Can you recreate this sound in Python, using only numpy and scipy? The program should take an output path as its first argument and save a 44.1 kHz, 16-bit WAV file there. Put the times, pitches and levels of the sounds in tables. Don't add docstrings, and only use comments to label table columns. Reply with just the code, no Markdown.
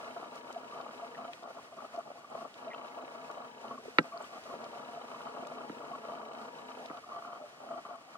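import sys
import numpy as np
from scipy import signal
from scipy.fft import rfft, irfft
from scipy.io import wavfile
from scipy.ndimage import uniform_filter1d

SR = 44100
rng = np.random.default_rng(int(sys.argv[2]) if len(sys.argv) > 2 else 0)


def store_wav(level_fs):
    pcm = np.round(np.clip(np.atleast_2d(level_fs), -1, 1) * 32767)
    wavfile.write(sys.argv[1], SR, pcm.T.astype(np.int16))


N = 360297
T = np.arange(N) / SR
FREQS = np.arange(N // 2 + 1) * SR / N


def undb(db):
    return 10 ** (np.asarray(db) / 20)


def unit(x):
    return x / np.sqrt(np.mean(x ** 2))


def even(x, size):
    return x / np.sqrt(uniform_filter1d(np.mean(x ** 2, axis=0), size) + 1e-9)


def over_time(rows):
    return np.interp(T, *np.transpose(rows))


def over_pitch(rows):
    hz, *columns = np.transpose(rows)
    return [np.interp(np.log(FREQS + 1), np.log(hz), column) for column in columns]


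def wander(rate_hz):
    hold = max(int(SR / rate_hz), 1)
    steps = np.repeat(rng.standard_normal(N // hold + 1), hold)
    return unit(uniform_filter1d(steps, hold)[:N])


def sides(difference):
    return np.array([[.5], [-.5]]) * difference


def add(out, start_s, sound):
    start = int(start_s * SR)
    out[:, start:start + sound.shape[-1]] += sound[..., :N - start]


# pitch_hz, likeness (0 to 1), lead_rad, pan_db
MICROPHONE_PAIR = [(60, 0.7, 0.6, 0.5), (250, 0.97, 0.54, 1), (377, 0.82, 0.92, 0.5),
                   (698, 0.92, 0.49, -0.3), (924, 0.56, 1.99, 6), (1109, 0.02, -1.7, 1.5),
                   (1113, 0.71, -0.5, 10), (1200, 0.95, -0.8, 1), (1314, 1, -1.17, -2),
                   (1665, 0.67, 3.5, 0.5), (2000, 0.83, 3.5, 1), (3040, 0.71, 2, -0.5), (5100, 0.59, 3, -1),
                   (7050, 0.38, 3, -0.3)]

def shaking(grain=1):
    likeness, lead_rad, pan_db = over_pitch(MICROPHONE_PAIR)
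    shared, left, right = rfft(grain * rng.standard_normal((3, N)))
    pair = np.sqrt(likeness) * shared + np.sqrt(1 - likeness) * np.array([left, right])
    return pair * undb(sides(pan_db)) * np.exp(1j * sides(lead_rad))


def shaped_noise(spectrum, gain):
    return unit(irfft(spectrum * gain, N))


def resonate(spectrum, modes, skirt):
    power = sum(undb(db) ** 2 / (1 + (2 * (FREQS - hz) / width_hz) ** 2 / skirt) ** skirt
                for hz, width_hz, db in modes)
    return shaped_noise(spectrum, np.sqrt(power))


def squeals(rows, gain_db, pan_db, lead_rad, sag, waver_db):
    out = np.zeros((2, N))
    waver = undb(waver_db * wander(110))
    phases = rng.uniform(0, 2 * np.pi, len(rows))
    for (start_s, db, hz, length_s), phase in zip(rows, phases):
        t = np.arange(int(length_s * SR)) / SR
        swell = np.sin(np.pi * np.sqrt(t / length_s))
        cycles = np.cumsum(hz * (1 + sag * (.5 - t / length_s))) / SR
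        tone = np.sin(2 * np.pi * cycles + phase + sides(lead_rad))
        add(out, start_s, undb(db + gain_db + sides(pan_db)) * swell * tone)
    return out * waver


# pitch_hz, relative_db
WATER_COLOUR = [(25, -50), (60, -18.5), (100, -10), (150, -4.5), (400, -1), (700, 3), (1350, -3.5),
                (1700, -1.5), (2800, -5), (3500, -9.5), (4800, -10), (6500, -14.5), (10000, -20),
                (15000, -30.5)]
# time_s, relative_db
WATER_SWELL = [(0, -69), (2.4, -71.5), (3.55, -70.5), (4.2, -68), (5.05, -69), (6.37, -71), (6.8, -70),
               (7.35, -71.5), (8.17, -72)]

def water_wash(gain_db=15, recording_flutter_db=1.3):
    noise = shaped_noise(shaking(), undb(over_pitch(WATER_COLOUR)[0]))
    return noise * undb(over_time(WATER_SWELL) + gain_db + recording_flutter_db * wander(25))


# pitch_hz, level_db, pan_db
ELECTRONICS_TONES = [(7867, -96.5, -5), (15734, -101, -3)]

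def whine(tones, waver_db, waver_hz):
    out = np.zeros((2, N))
    for hz, db, pan_db in tones:
        strength = np.sqrt(2) * undb(db + sides(pan_db) + waver_db * wander(waver_hz))
        phase = 2 * np.pi * hz * T + 0.47 * wander(5.7)
        out += strength * np.sin(phase + sides(0.25))
    return out


# start_s, peak_db, pitch_hz, half_width (of the band, as a log ratio)
NEAR_SNAPS = [(0.357, -44, 5500, 0.35), (0.527, -41, 5000, 0.44), (0.812, -45, 3600, .33),
              (1.333, -33.5, 2900, 0.26), (1.432, -49, 4070, 0.28), (1.645, -53, 2690, 0.07),
              (1.961, -44, 4180, 0.33), (2.541, -43, 3370, .25), (2.922, -50, 2060, 0.048),
              (3.078, -46, 2020, 0.081), (3.313, -45, 3100, 0.71), (4.027, -50, 5100, .1),
              (4.129, -50, 2380, 0.073), (4.175, -38.5, 4600, 0.11), (4.224, -45, 7650, .06),
              (4.242, -47, 3160, 0.049), (4.267, -50, 2480, .2), (4.438, -41, 3200, 0.6),
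              (4.642, -42.5, 3520, 0.38), (5.449, -45, 2740, 0.21), (5.47, -39, 3300, 0.75),
              (6.334, -45, 3000, 0.49), (6.859, -37.5, 3300, 0.43), (6.972, -40, 3010, 0.29)]

def water_snaps(far_count=80, far_db=-60, spread_db=8, far_width=0.23, decay_s=0.0028):
    far_snaps = [(when * (N - 1) / SR, far_db + spread_db * size ** 2, 2800 + 5500 * pitch, far_width)
                 for when, size, pitch in rng.random((far_count, 3))]
    t = np.arange(SR // 40) / SR
    out = np.zeros((2, N))
    for start_s, db, hz, width in NEAR_SNAPS + far_snaps:
        band = signal.butter(2, [hz * np.exp(-width), hz * np.exp(width)], "band", fs=SR)
        crack = signal.lfilter(*band, rng.standard_normal((2, len(t))) * np.exp(-t / decay_s))
        add(out, start_s, undb(db) * crack / np.abs(crack).max())
    return out


# start_s, relative_db, pitch_hz, length_s
SEAL_CREAKS = [(1.147, -42, 1820, 0.013), (1.898, -48.5, 1520, 0.012), (2.702, -42, 2180, 0.0069),
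               (2.711, -38, 2000, 0.018), (2.732, -45, 2110, 0.01), (2.734, -43, 2670, 0.01),
               (2.742, -39, 2900, 0.014), (2.744, -46, 3300, 0.0055), (3.852, -45, 333, 0.035),
               (3.855, -36.5, 534, 0.011), (3.88, -40, 430, 0.02)]

def seal_creaks():
    squeaks = squeals(SEAL_CREAKS, gain_db=-4, pan_db=1, lead_rad=1.1, sag=0.02, waver_db=-2)
    grip = .5 + .8 * wander(450)
    return squeaks * grip


# pitch_hz, relative_db, ring_s (time to fade 60 dB), pan_db, lead_rad
HOUSING_MODES = [(173, -26.5, 0.072, 0, 0.7), (228, -31.5, 0.059, 2, 0.6), (298, -19, 0.056, 0, 0.1),
                 (392, -23, 0.023, -6, 0.5), (506, -19, 0.029, 1, 0.9), (636, -36, 0.081, 1, 1),
                 (846, -27, 0.05, -6, 4), (1025, -27, 0.03, -14, 3.5), (1324, -14, 0.037, -3, 1),
                 (1570, -35, 0.077, -0.5, -1), (1740, -18, 0.014, 7, 4), (1936, -12, 0.019, 1, 4),
                 (2200, -19.5, 0.016, -9, 4), (2360, -21.5, 0.032, -3, 2), (2590, -23.5, 0.016, -4, 0.5),
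                 (2840, -21, 0.019, -4, 1.7), (3350, -27, 0.012, -8, 2), (3760, -19.5, 0.012, 1, 1.7),
                 (4030, -23, 0.016, 6.5, 2), (4530, -20.5, 0.0081, -3, -1), (5670, -28.5, 0.0084, -1, 4)]
# start_s, strength_db, contact_ms
BLOWS = [(3.9845, 3, 0.029), (3.9902, -12.5, 0.02), (4.002, -6.5, 0.41), (4.0094, -9.5, 0.53),
         (4.536, -26, 0.16), (5.695, -11.5, 0.23), (6.899, -17.5, 0.18)]

def housing_knocks(wall_hz=6000, bass_hz=150, crack_db=-24, crack_s=0.0018, crack_hz=4300):
    t = np.arange(SR // 6) / SR
    ring = 0
    for k, (hz, db, ring_s, pan_db, lead_rad) in enumerate(HOUSING_MODES):
        travel_s = .00033 * np.sqrt(1000 / hz)
        age = np.maximum(t - travel_s, 0)
        envelope = (1 - np.exp(-2 * age * hz)) * np.exp(-np.log(1000) * age / ring_s)
        tone = np.sin(2 * np.pi * hz * age + sides(lead_rad))
        ring = ring + (-1) ** k * undb(db + sides(pan_db)) * envelope * tone
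    crack = undb(crack_db) * rng.standard_normal((2, len(t))) * np.exp(-t / crack_s)
    knock = ring + signal.lfilter(*signal.butter(2, crack_hz, fs=SR), crack)
    knock = signal.lfilter(*signal.butter(4, wall_hz, fs=SR), knock)
    knock = signal.lfilter(*signal.butter(2, bass_hz, "high", fs=SR), knock)
    out = np.zeros((2, N))
    for start_s, db, contact_ms in BLOWS:
        softness = np.exp(-1000 / (contact_ms * SR))
        softened = signal.lfilter([(1 - softness) ** 2], np.poly([softness, softness]), knock)
        add(out, start_s, undb(db) * softened)
    return out


# start_s, end_s
FOCUS_TIMES = [(-.1, 1.3), (2.565, 3.72), (4.53, 6.9)]

def focus_running():
    running = sum(1. * ((T > start_s) & (T < end_s)) for start_s, end_s in FOCUS_TIMES)
    return uniform_filter1d(running, size=900)


# pitch_hz, width_hz, relative_db
FOCUS_GEAR_MODES = [(256, 28, -1), (438.6, 22, 4.5), (615, 11, -1), (560, 15, -21.5), (844, 20.5, 11),
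                    (929, 18, 10), (1140, 25, -26), (1660, 103, 0)]
FOCUS_TICK_MODES = [(2220, 380, -4), (2616, 130, -1), (2870, 100, -2.5), (3074, 82, -0.5),
                    (3400, 300, -19.5), (3880, 200, -5.5), (4600, 420, -29)]
# level_db, pan_db
FOCUS_HARMONICS = [(-64.5, 2), (-66, 19.5)]

def focus_motor(step_hz=479.52, frame_hz=29.97, gear_db=-56, tick_db=-55.5, uneven_db=1.6,
                hold_s=.003, release_s=.007, jitter_s=.0008):
    since_tick = (T - .0101 + jitter_s * wander(frame_hz)) % (1 / frame_hz)
    spectrum = shaking()
    pulses = uniform_filter1d(np.exp(-np.maximum(since_tick - hold_s, 0) / release_s), size=90)
    tick_noise = even(resonate(spectrum, FOCUS_TICK_MODES, skirt=12), size=500)
    ticks = tick_noise * pulses * undb(tick_db + uneven_db * wander(30))
    gears = resonate(spectrum, FOCUS_GEAR_MODES, skirt=7.9) * undb(gear_db)
    tones = [(k * step_hz, db, pan_db) for k, (db, pan_db) in enumerate(FOCUS_HARMONICS, 1)]
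    return focus_running() * (ticks + gears + whine(tones, waver_db=2, waver_hz=22))


# start_s, peak_db, pitch_hz
HARD_CATCHES = [(0.164, -34, 750), (0.502, -35, 800), (0.786, -37, 900), (0.801, -34, 950),
                (0.891, -32.5, 800), (1.179, -37, 750), (1.438, -40, 550), (1.974, -35, 454),
                (2.449, -36, 650), (2.791, -36, 650), (2.843, -37, 900), (2.973, -36.5, 610),
                (3.008, -37, 650), (3.035, -36, 446), (3.078, -37, 600), (3.642, -37, 750),
                (4.208, -33.5, 597), (5.087, -36.5, 850), (5.114, -32.5, 750), (5.146, -42, 950),
                (5.206, -33.5, 1000), (5.259, -36, 750), (5.371, -33, 550), (5.408, -35, 850),
                (5.516, -33.5, 900), (5.614, -39, 700), (5.950, -34, 850), (6.097, -32, 700),
                (6.120, -36, 700), (6.176, -42, 750), (6.214, -35, 900), (6.576, -38, 800),
                (6.690, -39, 550), (6.771, -35, 700), (6.845, -40, 750), (6.912, -31, 900),
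                (6.978, -41, 850), (7.603, -37, 700)]

def servo_clacks(half_width=0.54, attack_s=0.00024, decay_s=.004, wall_hz=1500):
    noise = shaped_noise(shaking(), 1 / np.sqrt(1 + (FREQS / wall_hz) ** 20))
    t = np.arange(SR // 40) / SR
    envelope = (1 - np.exp(-t / attack_s)) * np.exp(-t / decay_s)
    out = np.zeros((2, N))
    for start_s, db, hz in HARD_CATCHES:
        start = int(start_s * SR)
        band = signal.butter(2, [hz * np.exp(-half_width), hz * np.exp(half_width)], "band", fs=SR)
        jolt = signal.lfilter(*band, noise[:, start:start + len(t)] * envelope)
        add(out, start_s, undb(db) * jolt / np.abs(jolt).max())
    return out


# start_s, relative_db, pitch_hz, length_s
SERVO_JERKS = [(0.16, -32.5, 685, 0.03), (0.225, -35, 703, 0.019), (0.56, -28.5, 690, 0.024),
               (0.723, -34.5, 1164, 0.02), (0.757, -31.5, 700, 0.017), (1.02, -31.5, 683, 0.037),
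               (1.179, -34, 703, 0.055), (1.278, -35.5, 696, 0.054), (1.725, -36, 680, 0.027),
               (1.785, -35, 1176, 0.014), (1.94, -33.5, 690, 0.031), (1.975, -26, 682, 0.025),
               (2.245, -40, 1164, 0.016), (2.67, -31, 667, 0.031), (2.975, -35, 698, 0.022),
               (3.365, -36, 680, 0.033), (3.642, -35.5, 826, 0.014), (3.705, -34.5, 1105, 0.032),
               (3.778, -32, 1116, 0.011), (4.122, -31.5, 1142, 0.017), (4.131, -34, 683, 0.074),
               (4.368, -36, 702, 0.017), (4.373, -41, 1223, 0.02), (4.508, -35, 1095, 0.022),
               (4.54, -30, 640, 0.0047), (4.757, -37, 710, 0.024), (4.889, -32.5, 700, 0.019),
               (4.94, -34, 693, 0.022), (4.972, -33, 674, 0.02), (5.145, -35, 1100, 0.0085),
               (5.424, -37, 664, 0.018), (5.516, -30.5, 675, 0.018), (5.578, -37, 650, 0.026),
               (5.909, -33, 703, 0.021), (5.932, -32, 1110, 0.03), (6.115, -38, 690, 0.06),
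               (6.93, -40, 707, 0.054), (7.036, -38, 1200, 0.015), (7.06, -45, 703, 0.053),
               (7.118, -31.5, 1130, 0.013), (7.14, -36, 1166, 0.053), (7.135, -38, 686, 0.091),
               (7.19, -43, 690, 0.06), (7.235, -37.5, 1138, 0.025), (7.24, -39.5, 704, 0.13),
               (7.41, -42, 619.6, 0.04), (7.438, -36, 600, 0.026), (7.701, -31, 674, 0.038),
               (7.756, -32, 682, 0.034), (7.785, -43, 692, 0.035), (7.851, -34, 1160, 0.0091),
               (7.907, -33, 700, 0.038), (7.938, -42, 672, 0.055)]

def servo_jerks():
    return squeals(SERVO_JERKS, gain_db=-6.5, pan_db=0.5, lead_rad=0.51, sag=0.027, waver_db=2)


def servo_slips(drive_db, count=170, spread_db=2, low_hz=685, high_hz=1170, length_s=0.0096):
    when, size, which, detune = rng.random((count, 4)).T
    starts = (when * (N - 1)).astype(int)
    hz = np.where(which < .5, low_hz, high_hz) * (1 + 0.24 * (detune - .5))
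    db = drive_db[starts] - spread_db * (2 * size - 1)
    rows = np.column_stack([starts / SR, db, hz, length_s * (.5 + size)])
    return squeals(rows, gain_db=3, pan_db=7, lead_rad=0.42, sag=0.038, waver_db=-2)


def servo_grain(catches_per_s=70, spread_db=1.5, ring_s=0.0035, smooth_db=-3):
    is_catch = rng.random(N) < catches_per_s / SR
    catch_power = is_catch * undb(spread_db * rng.uniform(-0.85, 1.1, N)) ** 2
    power = signal.lfilter([1], [1, -np.exp(-1 / (ring_s * SR))], catch_power)
    return np.sqrt(power / power.mean() + undb(smooth_db) ** 2)


# start_s, length_s, drive_db, buzz_offset_db (high buzz compared with the drive)
SERVO_MOVES = [(0, 0.11, -50.5, -1), (0.162, 0.1, -54, 3.5), (0.34, 0.04, -56.5, 5),
               (0.475, 0.042, -50, -1.5), (0.54, 0.13, -55.5, 0), (0.722, 0.15, -50, 0),
               (0.972, 0.1, -54.5, 1.5), (1.169, 0.096, -48, -2), (1.415, 0.1, -48, -4.5),
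               (1.543, 0.055, -47.5, -6.5), (1.73, 0.012, -54, -17), (1.762, 0.092, -48, -6.5),
               (1.931, 0.075, -51, -1), (2.05, 0.068, -48, -9), (2.133, 0.061, -53.5, -23),
               (2.298, 0.17, -46, -5), (2.621, 0.083, -48.5, -4.5), (2.72, 0.13, -50, -3),
               (2.96, 0.081, -48, -6.5), (3.048, 0.19, -54, -10), (3.174, 0.17, -56.5, -2),
               (3.35, 0.074, -49.5, -4), (3.627, 0.13, -50.5, 0), (4.015, 0.068, -51, -3),
               (4.113, 0.13, -48.5, -1.5), (4.308, 0.074, -50, -2), (4.447, 0.11, -51, -1),
               (4.59, 0.082, -49.5, -2), (4.724, 0.11, -50, -4), (4.858, 0.2, -51, -4.5),
               (5.073, 0.18, -54.5, -0.5), (5.253, 0.041, -47, -3), (5.334, 0.117, -47, -5),
               (5.454, 0.19, -52, -2.5), (5.792, 0.19, -51.5, -1), (6.024, 0.18, -48.5, -1),
               (6.25, 0.24, -51, -2), (6.565, 0.089, -54.5, -2), (6.684, 0.029, -51.5, 2),
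               (6.766, 0.093, -48, -21), (6.884, 0.11, -52.5, 0.5), (7.008, 0.075, -63, 0),
               (7.084, 0.11, -51, 3.5), (7.212, 0.16, -50.5, 1.5), (7.376, 0.076, -50, -14),
               (7.599, 0.092, -49.5, -8), (7.685, 0.11, -47, -1.5), (7.846, 0.11, -51, 1),
               (8.143, 0.015, -49, 3)]

def servo_effort(attack_s=0.0077, release_s=0.0065, idle_db=-64.5, focus_load_db=6, idle_buzz_db=0.5,
                 hunt_db=3.5, hunt_hz=28):
    idle = undb(idle_db + focus_load_db * focus_running() + hunt_db * wander(hunt_hz))
    moving = np.zeros((2, N))
    for start_s, length_s, db, buzz_offset_db in SERVO_MOVES:
        t = np.arange(int((length_s + 10 * release_s) * SR)) / SR
        envelope = (1 - np.exp(-t / attack_s)) * np.exp(-np.maximum(t - length_s, 0) / release_s)
        add(moving, start_s, undb([[db], [db + buzz_offset_db]]) * envelope)
    return 20 * np.log10(np.hypot(moving, idle * undb([[0], [idle_buzz_db]])))


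# pitch_hz, width_hz, relative_db
LOW_MODES = [(151, 28, -12.5), (225.7, 14.7, -1), (254, 15, 2), (334, 103, -8.5), (440, 41, -4.5),
             (510, 200, -6)]
MIDDLE_MODES = [(612, 56, 4), (680.7, 48, 12), (818, 107, 3.5)]
HIGH_MODES = [(1164, 194, -1), (1190, 89, -15), (1346, 158, -8), (1680, 80, -20), (1913, 53, -15),
              (2300, 110, -19), (2680, 110, -30), (3078, 75, -15.5), (4360, 570, -30.5)]
# time_s, relative_db
HAND_RUMBLE = [(0, -58), (1.2, -58), (1.6, -72), (2.6, -67), (2.69, -51), (2.8, -79), (3.2, -102),
               (3.72, -48.5), (4.2, -77), (4.43, -80), (4.5, -50), (5.1, -67), (5.42, -50), (6.7, -58),
               (7.1, -66), (7.55, -78), (7.73, -53), (7.85, -78), (8.17, -87)]

def servo_and_hands(hum_gain_db=-2, rumble_gain_db=-8.5, focus_rumble_db=-60, hand_gain_db=-1):
    drive_db, buzz_db = servo_effort()
    spectrum = shaking(servo_grain())
    hum = even(resonate(spectrum, MIDDLE_MODES, skirt=4.3), size=2000) * undb(drive_db + hum_gain_db)
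    buzz = even(resonate(spectrum, HIGH_MODES, skirt=2.2), size=2000) * undb(buzz_db)
    servo_power = undb(drive_db + rumble_gain_db) ** 2
    focus_power = focus_running() * undb(focus_rumble_db) ** 2
    hand_power = undb(over_time(HAND_RUMBLE) + hand_gain_db) ** 2
    rumble_level = np.sqrt(servo_power + focus_power + hand_power)
    rumble = even(resonate(spectrum, LOW_MODES, skirt=5.7), size=2000) * rumble_level
    return hum + buzz + rumble + servo_slips(drive_db)


def scene():
    jerks = servo_jerks()
    creaks = seal_creaks()
    machinery = servo_and_hands() + jerks + servo_clacks() + focus_motor()
    electronics = whine(ELECTRONICS_TONES, waver_db=6, waver_hz=7.3)
    return machinery + electronics + creaks + water_wash() + housing_knocks() + water_snaps()


def record(dry, ceiling=.95, top_hz=15760):
    rounded = dry / (1 + (dry / ceiling) ** 4) ** .25
    treble_cut = signal.ellip(10, .1, 80, top_hz, fs=SR, output="sos")
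    return signal.sosfilt(treble_cut, rounded)


dry = scene()
out = record(dry)
store_wav(out)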